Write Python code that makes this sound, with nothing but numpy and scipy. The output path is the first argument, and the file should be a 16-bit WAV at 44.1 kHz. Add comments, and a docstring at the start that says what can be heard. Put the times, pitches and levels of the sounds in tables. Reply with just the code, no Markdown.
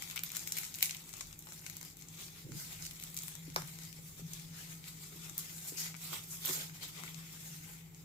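"""Hands tear a flaky filled pastry apart near a stereo microphone; an appliance hums in a quiet kitchen.
From the start the crust snaps and sheds flakes, fingers rub over it, and hard walls answer.
From 2.4 s the hands bump softly and skin rasps on the crust; at 3.6 s something knocks once.
From 5.4 s the pastry is turned over with quick brushes and more snaps.
From 6.8 s the moist filling parts in tiny sticky pops."""
import sys
import numpy as np
from scipy import signal
from scipy.fft import rfft, irfft, next_fast_len
from scipy.io import wavfile
from scipy.ndimage import uniform_filter1d

SR = 44100
rng = np.random.default_rng(int(sys.argv[2]) if len(sys.argv) > 2 else 0)


def generate_wav(signal):
    """Clip the signal to [-1, 1] and save it as 16-bit WAV at the path in sys.argv[1]."""
    frames = np.transpose(np.atleast_2d(signal))
    scaled = np.clip(frames, -1, 1) * 32767
    pcm = np.round(scaled).astype(np.int16)
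    wavfile.write(sys.argv[1], SR, pcm)


N = 354563
EDGE_HZ = 15560  # upper band limit

# Fingers creeping over the crust. Each row: time in seconds, level in dB.
GRIP = [(0, -51.5), (0.09, -49.5), (0.15, -53), (0.3, -54), (0.5, -47.5), (0.6, -51.5), (0.7, -55),
        (0.9, -48.5), (1.05, -56), (1.2, -54), (1.4, -61), (1.75, -54), (1.95, -60), (2.1, -61),
        (2.48, -64.5), (2.75, -49.5), (2.9, -52.5), (2.98, -56.5), (3.08, -56), (3.25, -51), (3.39, -57.5),
        (3.72, -55.5), (3.82, -53), (4.0, -57), (4.25, -65.5), (5.5, -54), (6.72, -61.5), (7.1, -53),
        (7.65, -54), (7.85, -63), (8.04, -61)]
# Crumbling of the bent crust. Each row: time in seconds, level in dB against the sliding hiss.
CRUMBLE = [(0, -6.5), (1.8, -3), (2.2, -5.5), (2.7, -9), (2.9, -2.5), (3.4, -5), (3.7, -6), (4.1, -9),
           (5.7, -5.5), (6.1, -7), (6.5, -6.5), (7.0, -8.5), (8, -15)]


def gain_of(db):
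    return 10 ** (np.asarray(db) / 20)


def unit_rms(x):
    return x / np.sqrt(np.mean(x ** 2) + 1e-20)


def at_hz(points, hz):
    """Interpolates (Hz, value) rows on a log-frequency axis."""
    f, value = np.transpose(points)
    return np.interp(np.log(hz + 1), np.log(f + 1), value)


def follow(points):
    """Interpolates (seconds, value) rows at every sample."""
    return np.interp(np.arange(N) / SR, *np.transpose(points))


def add(mix, start_s, sound):
    part = mix[..., max(round(start_s * SR), 0):][..., :sound.shape[-1]]
    part += sound[..., :part.shape[-1]]


def colour(x, points):
    """Filters x by (Hz, dB) rows; rms 1."""
    size = next_fast_len(N)
    hz = np.fft.rfftfreq(size, 1 / SR)
    return unit_rms(irfft(rfft(x, size) * gain_of(at_hz(points, hz)), size)[..., :N])


def pan(db):
    """Constant-power gains, left over right by db."""
    gains = gain_of(np.array([np.atleast_1d(db), -np.atleast_1d(db)]) / 2)
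    return gains / np.sqrt(np.mean(gains ** 2, axis=0))


def drift(smooth_s):
    """Slow random curve of rms 1."""
    width = max(int(smooth_s * SR), 1)
    return unit_rms(uniform_filter1d(uniform_filter1d(rng.standard_normal(N), width), width))


def pair(x, correlation):
    """Makes two independent channels partly alike."""
    return np.array([x[0], correlation * x[0] + np.sqrt(1 - correlation ** 2) * x[1]])


def swell(peak_s, length_s, db, rise_share=0.4, roundness=1.2):
    """Gain curve that rises to a peak and dies away more slowly."""
    near = np.arange(max(int((peak_s - 2 * length_s) * SR), 0), min(int((peak_s + 2 * length_s) * SR), N))
    out, t = np.zeros(N), near / SR - peak_s
    away = abs(t) / (length_s * np.where(t < 0, rise_share, 1 - rise_share))
    out[near] = gain_of(db) * np.exp(-away ** roundness)
    return out


def hum(boom_db=-6.5, waver_rad=0.52, throb_db=2):
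    """A motor's wavering lines and the room boom they excite throb unevenly over faint mains hum."""
    # Each row: time in seconds, level in dB.
    motor_level = [(0, -60.5), (0.5, -60.5), (1.2, -66), (1.6, -60.5), (2.3, -58.5), (2.58, -54.5),
                   (3.1, -57), (3.8, -52.5), (5.0, -55), (7.2, -55), (8.04, -52.5)]
    # Each row: frequency in Hz, relative level in dB.
    motor_lines = [(163.7, -0.95), (148.7, -8.5)]
    boom_spectrum = [(90, -58), (125, -15), (145, -1), (164, 1.5), (176, -6), (190, -21), (260, -57)]
    # Each row: frequency in Hz, level in dB.
    mains_lines = [(50, -74), (100, -71.5)]
    t = np.arange(N) / SR

    def tone(hz, db, phase_rad):
        return np.sqrt(2) * gain_of(db) * np.sin(2 * np.pi * (hz * t + rng.random()) + phase_rad)

    motor = sum(tone(hz, db, waver_rad * drift(0.27)) for hz, db in motor_lines)
    boom = gain_of(boom_db) * colour(pair(rng.standard_normal((2, N)), 0.86), boom_spectrum)
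    level = gain_of(follow(motor_level) + throb_db * drift(0.033))
    mains = sum(tone(hz, db, 0) for hz, db in mains_lines)
    return (motor + boom) * level * pan(1.8) + mains


def room_tone(hiss_db=-60, whine_db=-72.5):
    """Steady hiss, the appliance's faint fuzzy whine, and swells of deep rumble."""
    # Each row: frequency in Hz, relative level in dB.
    hiss_spectrum = [(15, -36), (35, -1), (70, -0.5), (100, 6), (135, 5.5), (200, 1), (265, -2), (350, -4),
                     (600, -15.5), (1600, -17.5), (2300, -12.5), (4500, -37), (7500, -11.5), (9700, -38),
                     (13000, -14)]
    rumble_spectrum = [(10, -18), (30, -8), (55, -10), (100, -8), (250, -42), (1000, -80)]
    # Each row: frequency in Hz, left-right correlation.
    hiss_correlation = [(30, 0.71), (160, 0.86), (400, 0.95), (1000, 0.1), (3000, 0.038), (16000, 0.046)]
    # Each row: centre in Hz, width in Hz, relative level in dB.
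    whine_peaks = [(289, 4.7, 0.5), (349.5, 14, 2), (426, 7.1, 0.5), (813, 89, 1.5), (1000, 39, -32),
                   (1285, 21, -15), (2120, 120, -3), (2310, 68, -10)]
    # Each row: peak time in seconds, length in seconds, level in dB.
    rumble_swells = [(1.275, 0.17, -59.5), (2.87, 0.58, -62.5), (3.537, 0.16, -59), (4.217, 0.75, -64)]
    size = next_fast_len(N)
    hz = np.fft.rfftfreq(size, 1 / SR)
    noise_bins = pair(rfft(rng.standard_normal((2, size))), at_hz(hiss_correlation, hz))
    hiss = gain_of(hiss_db) * colour(irfft(noise_bins, size)[:, :N], hiss_spectrum)
    peaks = sum(gain_of(db) / np.sqrt(width_hz) / (1 + (2 * (hz - centre_hz) / width_hz) ** 2)
                for centre_hz, width_hz, db in whine_peaks)
    whine = unit_rms(irfft(rfft(rng.standard_normal((2, size))) * peaks, size)[:, :N])
    rumble = colour(pair(rng.standard_normal((2, N)), 0.98), rumble_spectrum)
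    return hiss + gain_of(whine_db) * whine + rumble * sum(swell(*row) for row in rumble_swells)


def finger_levels(grip_dough_db=-13, grip_bright_db=-0.06, uneven_db=1.95):
    """Grip and strokes add in power; returns crust level, dough level and brightness, all in dB."""
    # Each row: peak time in seconds, length in seconds, level in dB, dough against it in dB,
    # brightness in dB.
    strokes = [(0.167, 0.027, -49, -20, -12), (0.266, 0.054, -46.5, -21, -1),
               (0.353, 0.037, -41, -18, -1.5), (0.42, 0.086, -47, -18, 3), (0.482, .03, -47, -28, 12),
               (0.56, 0.044, -47.5, -28, -4), (0.637, 0.11, -45, -28, 2), (0.843, 0.096, -44, -32, 6),
               (1.16, 0.11, -55.5, -11, -4), (1.527, 0.19, -56, -6.5, 8), (2.216, 0.16, -47, -14.5, -1),
               (2.385, 0.11, -53.5, -20, -4.5), (2.604, 0.14, -43.5, -13.5, 1.5),
               (2.854, 0.2, -55.5, -27, 1), (3.277, 0.061, -49, -20, 6), (3.593, 0.093, -51, -5, 4),
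               (3.683, .04, -52, -14, 0), (4.09, 0.22, -54.5, -22, 4.5), (4.19, 0.049, -51, -9.5, 1),
               (4.343, 0.21, -48.5, -29, -2), (4.593, 0.15, -47.5, -14.5, -2),
               (4.725, 0.13, -51.5, -10, 3.5), (4.879, 0.072, -47, -20, -0.5),
               (5.038, 0.18, -49.5, -18, 0.5), (5.163, 0.07, -52.5, -18, 0), (5.244, 0.099, -49.5, -7, 2),
               (5.393, 0.037, -41, -11.5, 4.5), (5.563, 0.28, -53, -4.5, 17), (5.683, 0.06, -44, -23, 8),
               (5.805, 0.071, -40, -9.5, 7), (5.855, 0.08, -43.5, -17, -2), (6.051, 0.11, -43, -17, 0.5),
               (6.14, 0.085, -44.5, 0.5, 7.5), (6.238, 0.03, -50.5, -22, 5),
               (6.33, 0.11, -47.5, -11.5, 9.5), (6.41, 0.058, -52.5, -20, -3),
               (6.482, 0.11, -37.5, -7, 6.5), (6.53, 0.1, -36.5, -16, 4), (6.604, 0.099, -43.5, -7, -0.5),
               (6.76, 0.055, -49, -10, 0), (6.839, 0.058, -43, -21, -5.5), (6.886, .04, -49, -11, 0),
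               (6.998, 0.17, -52.5, -0.5, 2), (7.24, 0.13, -54, -22, -7), (7.465, 0.25, -52, -13, 6.5),
               (7.702, 0.12, -57, -0.5, 16)]
    crust = gain_of(follow(GRIP) + uneven_db * drift(0.037)) ** 2
    dough, bright = crust * gain_of(grip_dough_db) ** 2, crust * grip_bright_db
    for peak_s, length_s, db, dough_db, bright_db in strokes:
        power = swell(peak_s, length_s, db) ** 2
        crust += power
        dough += power * gain_of(dough_db) ** 2
        bright += power * bright_db
    return 10 * np.log10(crust), 10 * np.log10(dough), bright / crust


def crumbs(per_s=650, decay_s=0.00015, size=64):
    """Countless small flakes give way, each at its own pitch; hard bending frees larger ones."""
    t, starts = np.arange(size) / SR, np.flatnonzero(rng.random(N - size) < per_s / SR)
    pitch, strength, left, right = rng.random((N, 4))[starts].T[..., None]
    spread_db = np.maximum(4 + 0.26 * follow(CRUMBLE)[starts, None], 0)
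    level = gain_of(spread_db * np.minimum(-np.log(strength), 3))
    ring = np.sin(2 * np.pi * (pitch * EDGE_HZ * t + np.array([left, right])))
    ticks = level * np.exp(-t / decay_s) * ring
    where = (starts[:, None] + np.arange(size)).ravel()
    return unit_rms(np.array([np.bincount(where, channel.ravel(), N) for channel in ticks]))


def shifting_colour(x, depth_db=2.0):
    """The rubbing hiss flickers randomly in colour from moment to moment."""
    frames = dict(nperseg=512, noverlap=384)
    bins = signal.stft(x, **frames)[2]
    flicker = uniform_filter1d(rng.standard_normal(bins.shape[1:]), size=7, axis=0)
    flicker = unit_rms(uniform_filter1d(flicker, size=12, axis=1))
    return unit_rms(signal.istft(bins * gain_of(depth_db * flicker), **frames)[1][:, :N])


def rustle(dough_trim_db=-3, flutter_db=1.06, split_hz=5000):
    """Skin hisses over dry crust and rubs dully on dough; where the crust bends, it crumbles too."""
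    # Each row: frequency in Hz, relative level in dB.
    crust_spectrum = [(900, -13), (1650, -12), (2100, -3.5), (2900, -6.5), (3600, -1), (4500, -1),
                      (5200, 0.5), (6000, 0.5), (7400, 3), (9700, -4), (12400, 1.5), (14500, -0.5),
                      (16000, -4)]
    dough_spectrum = [(120, -12), (330, -4.5), (620, -7), (830, -4), (1040, -5.5), (1330, -1), (1650, -6),
                      (2100, 0.5), (2900, -4), (3600, -2.5), (7000, -31)]
    # Microphone ports. Each row: frequency in Hz, pan in dB.
    port_balance = [(200, 6), (600, -4.5), (1200, 16), (2300, 8), (4500, -1), (8000, 1.5), (15000, -6.5)]
    # Each row: time in seconds, pan in dB.
    finger_pan = [(0, 4), (2.6, 2), (5.8, 3), (6.15, -2.5), (6.33, 3), (6.52, -2), (6.8, 1.5), (8, 3.5)]
    crust_db, dough_db, bright_db = finger_levels()
    slide = gain_of(flutter_db * drift(0.013)) * pair(rng.standard_normal((2, N)), 0.084)
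    crumble = gain_of(follow(CRUMBLE))
    friction = shifting_colour((slide + crumble * crumbs()) / np.hypot(1, crumble))
    crust = colour(friction, crust_spectrum)
    # a light, quick stroke hisses; a pressing one scrapes lower
    scrape = signal.sosfiltfilt(signal.butter(3, split_hz, fs=SR, output="sos"), crust)
    hiss = crust - scrape
    crust = hiss * gain_of(crust_db + bright_db / 2) + scrape * gain_of(crust_db - bright_db)
    dough = colour(friction, dough_spectrum) * gain_of(dough_db + dough_trim_db)
    size = next_fast_len(N)
    ports = pan(at_hz(port_balance, np.fft.rfftfreq(size, 1 / SR)))
    return irfft(rfft(crust + dough, size) * ports, size)[:, :N] * pan(follow(finger_pan))


def faint_snaps(over_grip_db=10.5, level_spread_db=1, trait_spread_db=5, tries=240):
    """Rows for snaps(): small flakes break by chance as the crust bends, louder under a busy grip."""
    # Mean body, crunch, top edge and pan in dB.
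    mean_traits = [-20, -12, 7, -7]
    start_s, chance = rng.random((tries, 2)).T * [[N / SR], [1]]
    scatter = rng.standard_normal((tries, 5))
    per_s = 7 * gain_of(np.interp(start_s, *np.transpose(CRUMBLE))) ** 2
    db = np.interp(start_s, *np.transpose(GRIP)) + over_grip_db + level_spread_db * scatter[:, 0]
    traits = mean_traits + trait_spread_db * scatter[:, 1:]
    return list(np.column_stack([start_s, db, traits])[chance < per_s * N / SR / tries])


def snaps(rise_s=0.00031, decay_s=0.00044, run_up_s=0.0011, trim_db=1.12, size=1024, max_snaps=160):
    """Each crust snap is a brief run of tiny fractures, coloured by the size of the flake."""
    # Each row: start in seconds, level in dB, body, crunch and top edge in dB against the
    # third band, pan in dB.
    loud_snaps = [(0.0232, -34, -11, 3, -2.5, 4), (0.037, -42, -22, -3.5, 0, 6), (0.1, -40, -21, 7, -6, 5),
                  (0.1113, -38, -29, 12, 2, 1), (0.1602, -31, -5, 4, 12, 4), (0.162, -35, -4, 3, 2, 11),
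                  (0.1683, -38.5, -14, 15, -3, -6), (0.177, -32.5, -9, 20, -12, 19),
                  (0.1919, -35.5, -11, 2, -5, 0), (0.2355, -27, -13, 9, 10.5, -3),
                  (0.2918, -41, -21, -6, 7, 9), (0.303, -42, -31, 9, -12, 6), (0.3183, -36, -13, -5, -3, 6),
                  (0.360, -34, -19, -3, 0, 4), (0.368, -28.5, -15, -6, -4, 7),
                  (0.394, -38, -24, -8, -11, 6), (0.4742, -32, -16, 2.5, -2, 5),
                  (0.5218, -27.5, -22, -12, -6, 0), (0.569, -34.5, -8, 0, 0, 5), (0.574, -31, -8, 9, 6, 3),
                  (0.5842, -33, -24, 3, 4, -1), (0.586, -28, -16, 4, 5, 4), (0.6341, -39.5, -1, 8, -5, 15),
                  (0.643, -42, -29, 2, -9, -6), (0.651, -40, -17, 8, -2, 5),
                  (0.742, -37.5, -40, -6, -8, 12), (0.748, -39, -40, -1, -13, 5),
                  (0.757, -36, -24, -2, 12, -2), (0.787, -39, -23, 5, 2, 4), (0.808, -40, -10, 13, 0, 12),
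                  (0.8225, -35, -20, -3, -6, 1), (0.827, -16.5, -17, 9.5, 6, 0),
                  (0.8285, -31, -2, 4, 5, 16), (0.8578, -31, -27, -6, -5, 3), (0.895, -35.5, -24, 16, 3, 0),
                  (0.9092, -33, -19, 4, -14, 2), (0.9475, -38, -25, 19, 5, 1),
                  (0.968, -42, -31, -12, -12, 0), (1.0402, -52, -3, -12, -10, 9),
                  (1.092, -43.5, -9, 1, 2, 7), (1.130, -44.5, -27, -10, -14, 10),
                  (1.1387, -41, -7, -3, -13, 12), (1.169, -44, -29, -21, -6, 9),
                  (1.1802, -45, -19, -8, 5, 8), (1.2087, -35, -10, -2, -11, 3),
                  (1.212, -39, 0.5, -6, -12, 9), (1.2707, -49, -22, -11, -3, 8),
                  (1.328, -45, -11, -7, -15, 8), (1.391, -40, -33, -22, 3, 2),
                  (1.424, -48, -22, -13, -4, 7), (1.4621, -49, -14, -8, 6, 4), (1.471, -46.5, 4, 4, -8, 6),
                  (1.488, -48, -2, -10, -13, 3), (1.522, -43, 2, -2, -5, 9), (1.5621, -50, -19, -12, -2, 9),
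                  (1.5924, -48, -11, -14, -8, 7), (1.665, -37, -3, 5.5, -6, 18),
                  (1.6987, -37, -13, 1, 0, 10), (1.768, -37.5, -17, -9, 0, 4), (1.813, -42, -5, 2, -5, 4),
                  (1.829, -41.5, 1, -1, -3, 5), (1.8503, -42.5, -15, -7, 4, 9),
                  (1.9012, -49, -24, -14, -5, 11), (1.970, -46, -17, -7, 4, 8),
                  (1.9915, -49, -12, 0, 7, 10), (2.0125, -49, -20, -7, -7, 10),
                  (2.023, -45, -21.5, -9, -9, 12), (2.086, -46, -23, -22, -18, 6),
                  (2.1463, -51, -18, -6, -8, 8), (2.52, -45, -2, 4, -9, 7), (2.824, -40, -33, -10, -17, -3),
                  (2.8524, -40, -28, -5, -11, -1), (2.86, -41, -31, -5, -10, -4),
                  (2.865, -38, -22, -1, -3, -1), (2.9113, -41.5, -10, 4, -1, 8),
                  (2.9993, -42, -35, 10, 2, 8), (3.016, -46, -30, -17, 6, -3),
                  (3.026, -38.5, -20, 10, 8, 5), (3.0373, -36, -37, -7, -4, 1),
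                  (3.1019, -45, -15, -9, 6, 7), (3.144, -38, -19, -5, 5, 6), (3.167, -34.5, -51, 1, -1, 7),
                  (3.1744, -32.5, -35, -7, -3, 0), (3.189, -35.5, -52, -9, -4.5, 0),
                  (3.221, -41, -36, -12, -5, -3), (3.2347, -35, -35, 4, 8, 1), (3.282, -35, -9, -3, 1, 18),
                  (3.353, -40, -8, -14, -6, 15), (3.5011, -47, -12, -3, -9, 7),
                  (3.547, -51, -32, -12, -5, 4), (3.620, -41, 1, -3, -14, 0),
                  (3.788, -43.5, -10, -4, -8, 11), (3.8346, -45, -27, -8, -30, 13),
                  (3.851, -48, -25, -14, -22, 9), (3.928, -43, -33, 11, 2, 11),
                  (4.3345, -36.5, -43, -14, -9, 3), (4.3968, -46.5, -23, -2, -7, 4),
                  (4.841, -47, -10, 15, -16, 5), (5.2968, -39, -9, -15, -7, 8),
                  (5.38, -26, -17, -1, 12.5, 4), (5.783, -36.5, -4, 0, 1, 11), (5.8595, -42, -2, 10, 0, 6),
                  (5.943, -45.5, 10, 17, -12, 15), (5.950, -46, 3, 14, -10, 10),
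                  (5.966, -43, -27, -13, -5, 1), (6.015, -47, -3, 0, 0, 9), (6.1315, -37.5, 20, 8, 10, 1),
                  (6.4496, -40, 6, 2, 3, 10), (6.4574, -24.5, -30, -3, 15, -9),
                  (6.538, -39, -21, -8, 2, -8), (6.697, -49, 8, 12, -8, 10), (6.832, -41.5, 0, 5, 0, 4),
                  (7.0367, -39, 8, 5, 0.5, 11), (7.079, -43.5, -10, 15, -12, 6),
                  (7.145, -42.5, -37, 7, -16, 11), (7.3261, -45.5, -3, -5, 8, -7),
                  (7.947, -52, -25, -5, -15, 4)]
    # Four bands: body, crunch, reference, top edge.
    centres_hz = [1000, 2700, 6800, 13000]
    widths_hz = [1200, 2800, 5500, 6500]
    # Ring shared by all flakes. Each row: frequency in Hz, gain in dB.
    flake_ring = [(600, 1.5), (720, -6), (850, 2.5), (1100, -3), (1350, 2.5), (1800, -3.5), (2230, 6),
                  (2650, -3), (3400, -3.5), (3900, 1), (4800, -1), (5600, 4), (7500, 7), (9700, 0),
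                  (12800, 6.5), (16000, 4.5)]
    out, t, hz = np.zeros((2, N)), np.arange(size) / SR, np.fft.rfftfreq(size, 1 / SR)
    lead_s = .002
    age_s = np.maximum(t - lead_s, 0)
    envelope = (1 - np.exp(-age_s / rise_s)) ** 2 * np.exp(-age_s / decay_s)
    envelope += .11 * np.exp(-abs(t - lead_s) / run_up_s)  # the layer gives just before it breaks
    fractures = rng.standard_normal((max_snaps, 2, size))
    for (start_s, db, body, crunch, top, pan_db), fracture in zip(loud_snaps + faint_snaps(), fractures):
        density_db = np.array([body, crunch, 0, top]) - 10 * np.log10(widths_hz)
        tint = [(450, density_db[0] - 12), *zip(centres_hz, density_db)]
        bins = rfft(pair(fracture, 0.14) * envelope)
        bins /= np.sqrt(abs(bins)) + 1e-9  # a brittle fracture is broad, with no strong pitch
        burst = irfft(bins * gain_of(at_hz(tint, hz) + at_hz(flake_ring, hz)))
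        burst /= np.sqrt(np.sum(burst ** 2, axis=1, keepdims=True) / (lead_s * SR))
        add(out, start_s - lead_s, gain_of(db + trim_db) * pan(pan_db) * burst)
    return out


def wall_echo(x, onset_s=0.00036, tails=3):
    """Dense reflections from near walls; three slowly crossfaded tails keep the echo free of ringing."""
    # Each row: frequency in Hz, t60 in seconds.
    room_t60 = [(150, 0.28), (800, 0.18), (2500, 0.16), (7000, 0.2), (15000, 0.14)]
    out, blend = np.zeros((2, N)), (x + .5 * x[::-1]) / np.hypot(1, .5)
    for k in range(tails):
        hz, t, bins = signal.stft(rng.standard_normal((2, SR // 2)), SR, nperseg=256)
        decay = gain_of(-60 * t / at_hz(room_t60, hz)[:, None])
        tail = signal.istft(bins * decay, SR, nperseg=256)[1]
        tail *= np.clip(np.arange(tail.shape[1]) / SR / onset_s - .5, 0, 1)
        share = np.sqrt(2 / tails) * np.cos(2 * np.pi * np.arange(N) / SR + np.pi * k / tails)
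        out += signal.oaconvolve(blend * share, tail / np.linalg.norm(tail[0]), axes=1)[:, :N]
    return out


def bumps(rise_s=0.00083, thud_hz=134.5, thud_t60_s=0.076, puff_db=-7):
    """The grip shifts: a damped thud, the pastry's hollow note and a puff of squashed dough."""
    # Each row: start in seconds, thud in dB, note in dB, note pitch in Hz, note t60 in seconds.
    hand_bumps = [(2.449, -41, -53, 300, .07), (2.464, -55, -46.5, 322, .08), (2.489, -48, -40.5, 322, .08),
                  (2.499, -50, -46.5, 240, .1), (2.513, -38.5, -51, 352, 0.072),
                  (2.533, -56, -48, 316, .08), (2.551, -40.5, -49, 188, .14),
                  (3.478, -49, -42.5, 293, 0.046), (3.630, -43.5, -59, 229, .06),
                  (3.987, -51, -44, 440, .028), (4.194, -50, -47, 520, 0.032),
                  (4.217, -43, -49, 213, 0.063), (5.121, -54, -54, 420, .06), (5.156, -50, -52, 338, 0.084),
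                  (5.309, -45, -56, 295, .06), (5.721, -62, -39.5, 392, 0.052), (6.495, -51, -40, 370, .05)]
    out, t = np.zeros(N), np.arange(SR // 2) / SR

    def ring(db, hz, t60_s):
        return gain_of(db - 60 * t / t60_s) * np.sin(2 * np.pi * hz * t)

    attack = (1 - np.exp(-t / rise_s)) ** 2
    for start_s, thud_db, note_db, hz, t60_s in hand_bumps:
        band = signal.butter(4, [thud_hz, 1.36 * hz], "bandpass", fs=SR, output="sos")
        puff = unit_rms(signal.sosfilt(band, rng.standard_normal(len(t))))
        puff *= gain_of(note_db + puff_db - 60 * t / t60_s)
        add(out, start_s, attack * (ring(thud_db, thud_hz, thud_t60_s) + ring(note_db, hz, t60_s) + puff))
    return out * pan(0)


def resonate(x, hz, width_hz):
    """A resonance that follows the curve hz."""
    turn, pole = np.exp(2j * np.pi * np.cumsum(hz) / SR), np.exp(-np.pi * width_hz / SR)
    return 2 * (turn * signal.lfilter([1 - pole], [1, -pole], x / turn)).real


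def rasps(slips_per_s=700, spread_db=13.5, width_share=0.29):
    """Uneven slips of a fingertip ring the crust; the note glides as the finger travels."""
    # Each row: peak time in seconds, length in seconds, level in dB, pitch in Hz, glide in octaves/s.
    catches = [(2.766, 0.076, -59, 2600, -2), (2.874, 0.031, -55, 4100, -2), (4.368, 0.099, -63, 3500, 4),
               (4.885, 0.042, -61.5, 3820, 4), (5.56, .04, -66, 7060, 1), (5.806, 0.053, -51, 6070, -8),
               (5.86, 0.055, -52, 2010, 1), (5.867, 0.059, -54, 4540, -10),
               (6.147, 0.063, -48.5, 3480, -1.5), (6.461, 0.07, -47, 3450, 2),
               (6.504, 0.055, -50.5, 1110, 6), (6.52, 0.064, -51, 5750, 6), (6.605, 0.058, -48, 3680, 0)]
    out = np.zeros((2, N))
    for peak_s, length_s, db, hz, octaves_per_s in catches:
        gain = swell(peak_s, length_s, db)
        at = np.flatnonzero(gain)
        slipping = rng.random(len(at)) < slips_per_s / SR
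        slips = slipping * gain_of(spread_db * np.minimum(rng.exponential(1, len(at)), 2))
        note_hz, width_hz = hz * 2 ** (octaves_per_s * (at / SR - peak_s)), width_share * hz
        drive = slips * pair(rng.standard_normal((2, len(at))), 0.11)
        note = resonate(resonate(drive, note_hz, width_hz), note_hz, width_hz)
        out[:, at] += gain[at] * unit_rms(note)
    return out * pan(2)


def knock(start_s=3.5613, level_db=-25.5, tick_db=1, tick_t60_s=0.016):
    """One hard knock: a sharp tick and a short hollow ring."""
    # Each row: frequency in Hz, relative level in dB, t60 in seconds.
    modes = [(356, -15.5, 0.048), (465, -5, 0.019), (596, -1.5, 0.014), (860, 2, 0.011), (1054, 4, 0.014),
             (1330, 0.5, 0.014), (1620, 1, 0.0091), (2270, -0.5, 0.01), (3540, -5, 0.0081),
             (5420, 7.5, 0.0035), (6500, 3, 0.0045)]
    out, t = np.zeros((2, N)), np.arange(SR // 5) / SR
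    # neighbouring modes swing in opposite directions
    ring = sum((-1) ** k * gain_of(db - 60 * t / t60_s) * np.sin(2 * np.pi * hz * t)
               for k, (hz, db, t60_s) in enumerate(modes))
    tick = gain_of(tick_db - 60 * t / tick_t60_s) * uniform_filter1d(rng.standard_normal((2, len(t))), 2)
    add(out, start_s, gain_of(level_db) * (ring * pan(0.5) + tick * pan(4)))
    return out


def swishes(rise_s=0.0057):
    """A hand brushes past as the pastry is turned: a band of hiss that starts quickly and fades."""
    # Each row: start in seconds, level in dB, low edge in Hz, high edge in Hz, decay in seconds.
    brushes = [(5.375, -33.5, 8500, 15900, 0.012), (5.764, -38, 4470, 7250, 0.062),
               (6.301, -45, 5960, 8800, 0.041)]
    out, t = np.zeros((2, N)), np.arange(SR // 4) / SR
    for start_s, db, low_hz, high_hz, decay_s in brushes:
        band = signal.butter(3, [low_hz, high_hz], "bandpass", fs=SR, output="sos")
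        hiss = unit_rms(signal.sosfilt(band, rng.standard_normal((2, len(t)))))
        envelope = (1 - np.exp(-t / rise_s)) ** 2 * np.exp(-t / decay_s)
        add(out, start_s, gain_of(db) * envelope * hiss * pan(4))
    return out


def filling(pop_hz=2270, spread_octaves=0.21, decay_s=0.0012, spread_db=2.5, pops=300):
    """Wet strands let go one by one; each pop rings briefly at its own pitch."""
    # Each row: time in seconds, level in dB.
    pull_level = [(6.849, -88), (6.98, -60), (7.09, -63), (7.18, -84), (7.24, -63), (7.4, -71), (7.55, -70),
                  (7.68, -67), (7.8, -68), (7.9, -76)]
    out, t = np.zeros((2, N)), np.arange(256) / SR
    first_s = pull_level[0][0]
    span_s = pull_level[-1][0] - first_s
    for (when, strength, left, right), pitch in zip(rng.random((pops, 4)), rng.standard_normal(pops)):
        hz = pop_hz * 2 ** (spread_octaves * pitch)
        ring = np.sin(2 * np.pi * hz * t + np.pi * np.array([[left], [right]]))
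        level = gain_of(spread_db * min(-np.log(strength), 3))
        add(out, first_s + when * span_s, level * np.exp(-t / decay_s) * ring)
    out = unit_rms(out) * np.sqrt(span_s * SR / N)  # rms 1 within the span
    return out * gain_of(follow(pull_level)) * pan(5)


def scene(right_delay_s=.00028):
    """Close sounds, which reach the left port first, plus their echo and the background."""
    # Each row: sound, echo send in dB.
    sources = [(snaps(), -5), (rustle() + swishes() + rasps() + filling(), -7),
               (knock(), -7), (bumps(), -9)]
    direct = sum(x for x, _ in sources)
    direct[1] = np.interp(np.arange(N) - round(right_delay_s * SR), np.arange(N), direct[1])
    send = sum(gain_of(db) * x for x, db in sources)
    return direct + wall_echo(send) + hum() + room_tone()


def record(dry):
    """The recorder's band limit."""
    lowpass = signal.firwin(255, EDGE_HZ, window=("kaiser", 8), fs=SR)
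    return signal.oaconvolve(dry, lowpass[None], "same")


dry = scene()
out = record(dry)
generate_wav(out)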